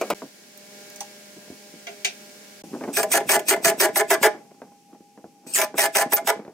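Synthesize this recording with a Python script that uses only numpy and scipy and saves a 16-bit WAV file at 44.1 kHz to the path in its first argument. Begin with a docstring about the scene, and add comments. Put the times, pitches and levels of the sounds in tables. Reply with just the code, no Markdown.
"""A workshop, heard in three shots: two hammer taps on a cabinet; wooden discs set down on it while a machine
hums; then, close up, a cordless impact driver sinks two screws through a disc in short trigger bursts.
Shop air is coloured noise, the hum is wavering tones, and knocks are bursts of noise that die away.
In each burst the motor swells, uneven blows ring bit, disc and cabinet, and in some the slipping screw
squeals as a gliding stack of harmonics."""
import sys
import numpy as np
from scipy import signal
from scipy.fft import rfft, irfft
from scipy.io import wavfile
from scipy.ndimage import uniform_filter1d

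SR = 44100
rng = np.random.default_rng(int(sys.argv[2]) if len(sys.argv) > 2 else 0)


def wav_record(signal):
    """Record a signal, one row per channel, as 16-bit PCM in the file named by sys.argv[1]."""
    frames = np.transpose(np.atleast_2d(signal))
    bounded = np.clip(frames, -1, 1)
    # unit amplitude maps onto the largest positive 16-bit level
    quanta = np.round(bounded * 32767).astype(np.int16)
    wavfile.write(sys.argv[1], SR, quanta)


N = 287973
TIME = np.arange(N) / SR
EDGE_HZ = 16000  # top of the band that is heard


def amp(db):
    """Turns decibels into gain."""
    return 10 ** (np.asarray(db) / 20)


def evened(x):
    """Scales a sound to an rms of one."""
    return x / np.sqrt(np.mean(x ** 2) + 1e-20)


def read(points, hz):
    """Reads a table between its points, along a log-frequency axis."""
    f, value = np.transpose(points)
    return np.interp(np.log(hz + 1), np.log(f + 1), value)


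def add(mix, s, sound):
    """Mixes a sound in at time s."""
    part = mix[..., max(round(s * SR), 0):][..., :sound.shape[-1]]
    part += sound[..., :part.shape[-1]]


def wander(length, hz):
    """Random drift around zero, size roughly one, with hz new targets a second."""
    knots = rng.standard_normal(4096)
    return np.interp(np.arange(length) * hz / SR, np.arange(len(knots)), knots)


def colour(x, spectrum, tilt_db=0, size=2048):
    """Causal filter with the given spectrum, tilted around 1 kHz by about tilt_db an octave."""
    hz = abs(np.fft.fftfreq(size, 1 / SR))
    level_db = np.maximum(read(spectrum, hz), -90) + tilt_db * np.log2(hz / 1000 + 1 / 10)
    log_gain = np.log(amp(level_db))
    # minimum phase: the filter answers as early as it can
    taps = np.fft.ifft(np.exp(np.conj(signal.hilbert(log_gain)))).real
    return signal.oaconvolve(x, taps)[:len(x)]


def ring(x, modes):
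    """Passes x through damped resonances; neighbours swing in opposite senses."""
    t = np.arange(len(x)) / SR
    body = np.zeros(len(x))
    for k, (hz, width, db) in enumerate(modes):
        fade = width * np.exp(-np.pi * width * t)  # a wide resonance dies sooner
        body += (-1) ** k * amp(db) * fade * np.sin(2 * np.pi * hz * t)
    return signal.fftconvolve(x, body)[:len(x)]


def sized(x, db, seconds):
    """Gives x the energy of a sound that holds db for so many seconds."""
    return amp(db) * x * np.sqrt(seconds * SR / (np.sum(x ** 2) + 1e-20))


def ports(x, lag_ms):
    """Sends one sound to left and right; the right one lags."""
    lead = np.exp(1j * np.pi * np.fft.rfftfreq(N, 1 / SR) * lag_ms / 1000)
    return irfft(rfft(x) * np.array([lead, 1 / lead]), N)


def scatter(x, t60s, size=16384):
    """Dense reflections, unrelated left and right, each band dying at its own speed."""
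    hz, t, z = signal.stft(rng.standard_normal((2, size)), SR, nperseg=128)
    decay = amp(-60 * t / read(t60s, hz)[:, None])
    tail = signal.istft(z * decay, SR, nperseg=128)[1]
    return signal.oaconvolve(x[None], tail / np.linalg.norm(tail[0]), axes=1)[:, :N]


# how long the room rings, time to fall by 60 dB: pitch_hz, t60_s
ROOM_RING = [(150, 0.52), (600, 0.07), (2000, 0.27), (6000, 0.26), (15000, 0.093)]
SWAY_HZ = 12  # hands and tool keep shifting the short reflections


def place(x, lag_ms, right_db, near_db, room_db, near_t60=0.026, count=3):
    """Direct sound left and right, quick bright reflections that shift, and the room."""
    bright = signal.lfilter(*signal.butter(2, 1800, "high", fs=SR), x)
    near = np.zeros((2, N))
    for k in range(count):
        sway = np.cos(np.pi * (SWAY_HZ * TIME + k / count))
        near += scatter(bright * sway, [(1, near_t60), (SR, near_t60)], size=4096)
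    heard = ports(x, lag_ms) + amp(near_db) * near + amp(room_db) * scatter(x, ROOM_RING)
    return heard * amp([[-right_db / 2], [right_db / 2]])


def air(spectrum, level_db, same, lag_ms=0, right_db=0, shared_below_hz=600):
    """Shop noise; left and right share its bass and a part of the rest."""
    shared, left, right = (evened(colour(rng.standard_normal(N), spectrum)) for _ in range(3))
    hz = np.fft.rfftfreq(N, 1 / SR)
    own = (1 - np.clip(same, 0, 1)) / (1 + (shared_below_hz / (hz + 1)) ** 2)
    common = np.sqrt(1 - own) * rfft(ports(shared, lag_ms))
    separate = np.sqrt(own) * rfft(np.array([left, right]))
    return amp(level_db) * irfft(common + separate, N) * amp([[-right_db / 2], [right_db / 2]])


def hum(lines, waver_hz):
    """Wavering tones of a machine running further off; the upper ones waver more in pitch."""
    out = np.zeros(N)
    for hz, db in lines:
        pitch = hz + waver_hz * np.sqrt(hz / 200) * wander(N, 40)
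        flutter = amp(db + 2.2 * wander(N, 12))
        out += np.sqrt(2) * flutter * np.sin(2 * np.pi * np.cumsum(pitch) / SR)
    return out


# colour of the shop air in the first two shots, only the shape counts: pitch_hz, level_db (per Hz)
WIDE_AIR_TONE = [(60, -49), (110, -15.5), (200, -4), (400, -6), (700, -9), (900, -15.5), (1250, -16.5),
                 (1650, -11.5), (2250, -11), (3500, -13), (5000, -10.5), (6200, -11), (9000, -16),
                 (16000, -21.5)]
# tones of the distant machine, before its effort is added: pitch_hz, level_db
WIDE_HUM_TONES = [(204.6, -61), (409.1, -63), (602.9, -59.5), (807.5, -67.5), (1007, -76.5), (1206, -85),
                  (1410, -72.5), (1626, -67.5), (1798, -76.5), (2239, -68.5)]
# effort of the distant machine, which drives its hum and its hiss: time_s, change_db
EFFORT = [(0.09, 4.5), (0.3, -2.5), (0.52, -2), (0.8, 2.5), (1.4, 0), (1.75, 0), (2.2, 1.5), (2.6, 0.5)]
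WIDE_AIR_DB = -47.5  # before the effort is added
HUM_PER_EFFORT = 1.9  # dB of hum per dB of hiss


def wide_shop():
    """Air and hum of the first two shots: one changing effort moves both, the hum more strongly."""
    effort_db = np.interp(TIME, *np.transpose(EFFORT))
    machine = hum(WIDE_HUM_TONES, waver_hz=2.31) * amp(HUM_PER_EFFORT * effort_db + 1.5)
    return air(WIDE_AIR_TONE, WIDE_AIR_DB + effort_db, same=0.11, lag_ms=0.413, right_db=0.7) + machine


# colour of the shop air in the close shot, only the shape counts: pitch_hz, level_db (per Hz)
CLOSE_AIR_TONE = [(35, -55), (60, -35), (193, -1), (256, -4), (408, -12), (732, -27), (803, 0),
                  (882, -29.5), (1010, -23), (1090, -32), (2520, -21.5), (3760, -27), (5590, -20.5),
                  (14900, -32), (16000, -44)]
# how loud that air is over time: time_s, level_db
CLOSE_AIR_LEVEL = [(2.9, -45), (4.55, -56), (5.1, -57.5), (6.5, -58.5)]
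# machine tones in the close shot: pitch_hz, level_db
CLOSE_HUM_TONES = [(290.7, -73.5), (436.0, -73), (812.9, -59.5)]


def close_shop():
    """Air and hum of the close shot: noise on its own level curve, under a few wavering tones."""
    level_db = np.interp(TIME, *np.transpose(CLOSE_AIR_LEVEL))
    return air(CLOSE_AIR_TONE, level_db, same=0.18) + hum(CLOSE_HUM_TONES, waver_hz=0.89)


# spells of rubbing by sleeves and fingers: start_s, length_s, level_db
RUBBING = [(1.373, .24, -58), (2.672, 0.36, -40), (2.961, 1.49, -42), (4.38, 0.35, -57.5),
           (4.679, 0.13, -56), (4.875, 0.13, -50), (5.13, 0.43, -60.5), (5.43, 1.13, -43.5)]
# colour of rubs and bumps on the cabinet, only the shape counts: pitch_hz, level_db (per Hz)
CABINET_TONE = [(35, -62), (60, -26), (186, -2), (264, 3), (743, -10.5), (815, -13), (1230, -23),
                (1560, -25), (1680, -29), (2470, -37), (2820, -46.5), (5000, -51.5), (6500, -53),
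                (11000, -120)]
RUB_FADE_S, NUDGES_PER_S = 0.07, 19  # the nudges fall at random, this many on average


def handling(lumps_db=2.0, nudge_db=2, nudge_s=0.0047):
    """Sleeves and fingers rub unevenly over the cabinet top and nudge it: lumpy coloured noise."""
    level = np.zeros(N)
    for start, length, db in RUBBING:
        from_edge = np.minimum(TIME - start, start + length - TIME)
        level += amp(db) * np.clip(from_edge / RUB_FADE_S, 0, 1)
    strikes = rng.random(N) < NUDGES_PER_S / SR
    nudges = signal.lfilter([1], [1, -np.exp(-1 / (nudge_s * SR))], strikes)
    force = evened(amp(lumps_db * wander(N, 70))) + amp(nudge_db) * evened(nudges)
    return level * evened(colour(force * rng.standard_normal(N), CABINET_TONE, tilt_db=3))


def knocks(rows, tone, crack=2.5, treble_damping=.5, size=12000):
    """A knock on wood: a crack, then dense noise whose treble dies first."""
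    out = np.zeros(N)
    for s, db, tilt_db, t60 in rows:
        hz, t, z = signal.stft(rng.standard_normal(size), SR, nperseg=128)
        decay = amp(-60 * t / t60 * (1 + hz[:, None] / 2000) ** treble_damping)
        body = signal.istft(z * decay, SR, nperseg=128)[1]
        body *= 1 + crack * np.exp(-np.arange(len(body)) / SR / 0.00084)
        add(out, s, sized(colour(body, tone, tilt_db), db, 0.022))
    return out


# discs land on the cabinet top; top and disc ring: time_s, pitch_hz, width_hz, level_db
DISC_LANDINGS = [(1.008, 815, 46, -32.5), (1.870, 2230, 85, -38.5), (1.872, 680, 14, -37),
                 (2.048, 2310, 70, -25), (2.050, 675, 52, -39)]


def landings(size=12000):
    """A disc set down rocks for an instant: a short scrap of noise rings one resonance."""
    out, t = np.zeros(N), np.arange(size) / SR
    for s, hz, width, db in DISC_LANDINGS:
        rocking = np.diff(rng.standard_normal(size) * np.exp(-t / 0.015), prepend=0)
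        add(out, s, sized(ring(rocking, [(hz, width, 0)]), db, 0.012))
    return out


# knocks on the cabinet: time_s, level_db, tilt_db (per octave)
CABINET_BUMPS = [(0.220, -33.5, 3), (1.365, -44, -6), (1.502, -38, -5), (1.738, -43.5, -4),
                 (2.639, -40.5, 0.5), (2.738, -32, 3), (2.763, -34.5, -2), (2.809, -33, 4.5),
                 (2.838, -30.5, 5.5), (2.885, -28, 1.5), (3.255, -36.5, -3), (4.346, -39.5, 6),
                 (4.618, -38.5, 3.5), (5.006, -48.5, -2.5), (5.176, -44.5, 3), (5.242, -40.5, 0.5),
                 (5.742, -33, 4.5), (6.398, -36.5, 2.5), (6.45, -43, 5.5)]
BUMP_T60_S = 0.18  # for the bass; the treble dies sooner


def bumps():
    """Knocks, landing discs and rubbing, all through the wood of the cabinet."""
    rows = [(*row, BUMP_T60_S) for row in CABINET_BUMPS]
    wood = knocks(rows, CABINET_TONE, crack=2.2, treble_damping=0.91) + landings() + handling()
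    return place(wood, lag_ms=0.058, right_db=0, near_db=-11.5, room_db=-24.5)


# wooden clacks: time_s, level_db, tilt_db (per octave), t60_s (of the bass)
WOOD_CLACKS = [(0.575, -43.5, 28, 0.073), (0.900, -53, 22, .08), (0.960, -48, 15, 0.098),
               (1.006, -37.5, 10, 0.16), (1.869, -37, -4, 0.22), (2.047, -24.5, 2, 0.19)]
# colour of the clacks, only the shape counts: pitch_hz, level_db (per Hz)
WOOD_CLACK_TONE = [(180, -41), (300, -38), (412, 4), (537, -54), (678, 3.5), (1280, -32), (1410, -9),
                   (1810, -14), (2320, -1), (4090, -11.5), (6200, -8), (7200, -17), (9880, -23),
                   (10900, -32), (16000, -38)]


def clacks():
    """Wood clacks on wood: knocks with a strong crack."""
    dry_clacks = knocks(WOOD_CLACKS, WOOD_CLACK_TONE, crack=2.0, treble_damping=0.37)
    return place(dry_clacks, lag_ms=0.46, right_db=2.0, near_db=2, room_db=-9.5)


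# hammer taps: time_s, level_db, tilt_db (per octave), t60_s (of the bass)
HAMMER_TAPS = [(0.013, -21.5, 1.5, 0.2), (0.102, -20, 3, 0.23)]
# colour of the taps, only the shape counts: pitch_hz, level_db (per Hz)
TAP_TONE = [(59, -57), (100, -32), (202, -2), (621, 3), (818, -7), (1310, -7.5), (1720, -25), (2080, -17.5),
            (2420, -9.5), (2630, -17), (3540, -26), (6020, -26), (10700, -31), (15000, -22), (16000, -43)]


def hammer_taps():
    """A hammer taps the cabinet: knocks with little crack and a long body."""
    dry_taps = knocks(HAMMER_TAPS, TAP_TONE, crack=0.33, treble_damping=0.88)
    return place(dry_taps, lag_ms=0.026, right_db=-0.5, near_db=-12.5, room_db=-40)


# squeals as the screw sticks and slips: start_s, length_s, first_pitch_hz, last_pitch_hz,
# bend (no unit, over 1 settles early), level_db
SCREW_SQUEALS = [(3.116, .021, 3150, 1700, .7, -22), (3.303, .02, 1200, 900, 1, -25),
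                 (3.482, .021, 3400, 1500, 1.4, -24.5), (3.806, .011, 1000, 1200, 1, -25),
                 (3.967, .017, 10100, 14400, 1.5, -21), (5.535, .04, 3000, 1750, 1.3, -24),
                 (5.794, .03, 2050, 1800, 1.1, -26), (5.961, .013, 930, 1310, .8, -24),
                 (6.131, .032, 10000, 14450, 3.5, -17.5)]
# colour of the squeals, only the shape counts: pitch_hz, level_db
SQUEAL_TONE = [(900, -2), (1950, 6.5), (2900, -14.5), (4200, -9), (6000, -1.5), (8800, 8), (11500, -6),
               (14500, -6), (16000, -8.5)]


def squealing():
    """0 to 1: how far the screw slides smoothly instead of being hammered."""
    on = sum((TIME > start) & (TIME < start + length) for start, length, *_ in SCREW_SQUEALS)
    return uniform_filter1d(np.minimum(on, 1).astype(float), 200)


def squeals():
    """The thread sticks and slips very fast: an unsteady, gliding stack of harmonics."""
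    out = np.zeros(N)
    for start, length, first_hz, last_hz, bend, db in SCREW_SQUEALS:
        t = np.arange(0, length, 1 / SR)
        glide = last_hz + (first_hz - last_hz) * np.maximum(1 - t / length, 0) ** bend
        hz = glide * (1 + .02 * wander(len(t), 300) + .035 * wander(len(t), 3000))
        phase = 2 * np.pi * np.cumsum(hz) / SR
        slips = np.zeros(len(t))
        for k in range(1, 17):
            gain = amp(read(SQUEAL_TONE, k * hz) + 2 * wander(len(t), 230))
            slips += gain * (k * hz < EDGE_HZ) * np.cos(k * phase)
        add(out, start, amp(db) * evened(slips) * signal.windows.tukey(len(t), .2))
    return out


# trigger bursts: bit_bites_s, screw_loads_wood_s, release_s, steel_level_db, wood_level_db
TRIGGER_BURSTS = [(2.966, 2.969, 3.002, -26, -21.5), (3.115, 3.136, 3.180, -24.5, -19.5),
                  (3.290, 3.289, 3.364, -22.5, -21), (3.48, 3.501, 3.537, -23, -19.5),
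                  (3.645, 3.644, 3.702, -21.5, -19.5), (3.797, 3.801, 3.860, -23, -19.5),
                  (3.956, 3.958, 4.012, -26.5, -20), (4.101, 4.104, 4.147, -24.5, -17),
                  (4.227, 4.228, 4.270, -24, -13.5), (5.552, 5.577, 5.646, -27, -24.5),
                  (5.779, 5.777, 5.864, -24.5, -23), (5.95, 5.947, 6.026, -24.5, -22),
                  (6.121, 6.121, 6.140, -26.5, -22.5), (6.16, 6.169, 6.185, -32, -25),
                  (6.271, 6.27, 6.303, -25, -18.5)]
# each screw is started with the motor turning slowly, and its place on the top sets how well it
# drives the low resonances: start_s, slow_turn_length_s, slow_turn_level_db, cabinet_bass_db
SCREW_STARTS = [(2.924, .11, -35.5, 4), (5.46, 0.1, -45.5, -8)]
# colour of the motor, only the shape counts: pitch_hz, level_db (per Hz)
MOTOR_TONE = [(880, -57), (1500, -6.5), (2230, -16), (2440, 2), (2880, -6.5), (4040, -9.5), (4500, -4.5),
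              (5170, -2.5), (5940, -5.5), (8160, -11.5), (10100, -10.5), (13500, -4), (16000, -15.5)]
# whirr of the gear case: pitch_hz, width_hz, level_db
GEAR_CASE = [(8230, 560, 0)]
# the motor swells before the bit bites and brakes on release
SPIN_UP_S, SPIN_UP_DB, BRAKE_S = 0.014, 12.5, 0.0083
MOTOR_DB = -8.5  # motor below the steel


def motor(gears_db=-2, slow_gears_db=1):
    """Motor and gears whirr up before each burst, and turn slowly while a screw is started."""
    fast, slow = np.zeros((2, N))
    for bite, load, release, steel_db, wood_db in TRIGGER_BURSTS:
        t = np.arange(bite - 2 * SPIN_UP_S, release + 10 * BRAKE_S, 1 / SR)
        swell_db = SPIN_UP_DB * np.minimum((t - bite) / SPIN_UP_S, 0)
        braking = np.exp(-np.maximum(t - release, 0) / BRAKE_S)
        add(fast, t[0], amp(steel_db + MOTOR_DB + swell_db) * braking)
    for start, length, db, bass_db in SCREW_STARTS:
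        add(slow, start, amp(db) * signal.windows.tukey(round(length * SR), .3))
    whirr = evened(colour(rng.standard_normal(N), MOTOR_TONE))
    gears = evened(ring(rng.standard_normal(N), GEAR_CASE))
    return fast * evened(whirr + amp(gears_db) * gears) + slow * evened(whirr + amp(slow_gears_db) * gears)


# resonances of the cabinet, broad and narrow: pitch_hz, width_hz, level_db
CABINET_MODES = [(313.6, 28, -10.5), (389.6, 34.5, -1.5), (432.2, 20.8, 0.5), (548, 24, -6.5),
                 (616.9, 12.2, 4), (659.2, 13.3, 7), (696.5, 21, 3), (706, 53, -5), (822, 15.6, 4),
                 (916, 99, -8.5), (1015.5, 17, -5.5)]
BASS_EDGE_HZ = 416


def seated(s, detune=0.0099):
    """Cabinet resonances under the screw driven at time s, each slightly off pitch."""
    bass_db = [row[-1] for row in SCREW_STARTS if row[0] < s][-1]
    modes = []
    for hz, width, db in CABINET_MODES:
        shifted_hz = hz * (1 + detune * rng.standard_normal())
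        modes.append((shifted_hz, width, db + bass_db / (1 + (hz / BASS_EDGE_HZ) ** 10)))
    return modes


def chatter(t, per_s, jitter=.3):
    """Uneven blows, with the grinding of the thread dying away after each."""
    turns = np.cumsum(per_s * np.exp(jitter * wander(len(t), 200))) / SR
    strikes = np.diff(np.floor(turns), prepend=-1)  # one at each whole turn
    blows = strikes * amp(3.5 * rng.standard_normal(len(t)))
    return blows + .085 * np.exp(-2 * (turns % 1)) * rng.standard_normal(len(t))


# single late blows and kicks as the motor brakes: time_s, steel_level_db, wood_level_db
LATE_BLOWS = [(3.030, -25.5, -20), (3.203, -45.5, -26.5), (3.393, -34, -28), (3.562, -46, -29),
              (3.712, -45, -26), (3.885, -48, -28), (5.614, -24, -28), (6.322, -51, -30)]
# colour of the steel bit, only the shape counts: pitch_hz, level_db (per Hz)
STEEL_TONE = [(25, -37), (60, -26.5), (140, -16.5), (400, 0), (800, -4.5), (2500, 1), (3700, -5),
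              (5200, -0.5), (6500, -0.5), (8000, 0), (9600, 1.5), (10500, -6), (13000, -1), (14700, 0),
              (16000, -14)]
# resonances of the disc under the screw: pitch_hz, width_hz, level_db
DISC_MODES = [(1197, 33, -2), (1312, 97, -7), (1473, 51, 0), (1545, 42, -3), (1705, 42, 4), (1768, 40, 2),
              (2051, 57, 1), (2087, 55, -7), (2227, 150, -3), (2343, 520, -12.5), (3280, 700, -16.5)]
DISC_DB = -4  # disc against the wood level, in the bursts
BLOWS_PER_S, USUAL_LOAD_DB, DOUBLING_DB = 270, -20, 7  # blows come faster as the wood takes more load


def driver(size=16384, sag_db=4, tighten_db=2, slide_db=-10, detune=0.017, late_disc_db=-6):
    """Each burst: blows ring the steel bit, the disc and the cabinet until release."""
    steel, wood, sliding = np.zeros(N), np.zeros(N), np.pad(squealing(), (0, size))
    for bite, load, release, steel_db, wood_db in TRIGGER_BURSTS:
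        t = bite + np.arange(size) / SR
        after = np.maximum(t - release, 0)
        progress = np.minimum((t - bite) / (release - bite), 1)
        blows = chatter(t, BLOWS_PER_S * 2 ** ((wood_db - USUAL_LOAD_DB) / DOUBLING_DB))
        # the first blow, which breaks the screw loose, is the hardest
        add(blows, load - bite, 0.13 * rng.standard_normal(size) * np.exp(-(t - bite) / 0.0055))
        # the motor sags under load: the steel rattle fades while the tightening screw drives the wood harder
        rattle = np.clip((t - bite) / 0.0011, 0, 1) * amp(-sag_db * progress) * np.exp(-after / 0.001)
        push = np.clip((t - load) / 0.0005, 0, 1) * amp(tighten_db * progress) * np.exp(-after / 0.006)
        # a sliding screw passes little force to the wood
        slack = amp(slide_db * sliding[round(bite * SR):][:size])
        force = blows * (push + 0.25 * rattle) * slack
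        # bit and disc are seated a little differently every time
        bit = [(hz, db + 1.2 * rng.standard_normal()) for hz, db in STEEL_TONE]
        disc = [(hz * (1 + detune * rng.standard_normal()), width, db) for hz, width, db in DISC_MODES]
        add(steel, bite, sized(colour(blows * rattle, bit), steel_db, release - bite))
        add(wood, bite, sized(ring(force, disc), wood_db + DISC_DB, release - load))
        add(wood, bite, sized(ring(force, seated(bite)), wood_db, release - load))
    t = np.arange(size) / SR
    for s, steel_db, wood_db in LATE_BLOWS:
        blow = rng.standard_normal(size) * np.exp(-t / 0.0062)
        add(steel, s, sized(colour(blow, STEEL_TONE), steel_db, 0.007))
        add(wood, s, sized(ring(blow, DISC_MODES), wood_db + late_disc_db, 0.0047))
        add(wood, s, sized(ring(blow, seated(s)), wood_db, 0.017))
    tool = steel + motor() + squeals()
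    return (place(tool, lag_ms=.008, right_db=.7, near_db=.5, room_db=-13, near_t60=.016)
            + place(wood, lag_ms=0.018, right_db=0.3, near_db=-8, room_db=-13.0))


# the three shots, in order: start_s, end_s
SHOT_TIMES = [(0, 0.138), (0.146, 2.621), (2.637, 6.6)]


def scene():
    """Three shots joined by hard cuts, with a very short silence at each."""
    first, wide, close = (uniform_filter1d(((TIME >= start) & (TIME < end)).astype(float), size=40)
                          for start, end in SHOT_TIMES)
    background = (first + wide) * wide_shop() + close * close_shop()
    wood_sounds = (wide + close) * (bumps() + clacks())
    return background + wood_sounds + first * hammer_taps() + close * driver()


def record(dry, low_cut_hz=75):
    """The microphone's low cut, soft overload that mostly rounds the highest peaks, then the band limit."""
    thinned = signal.lfilter(*signal.butter(1, low_cut_hz, "high", fs=SR), dry)
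    limited = .85 * np.tanh(thinned / .85)
    band = signal.firwin(301, EDGE_HZ, window=("kaiser", 8), fs=SR)
    return signal.oaconvolve(limited, band[None], "same")


dry = scene()
out = record(dry)
wav_record(out)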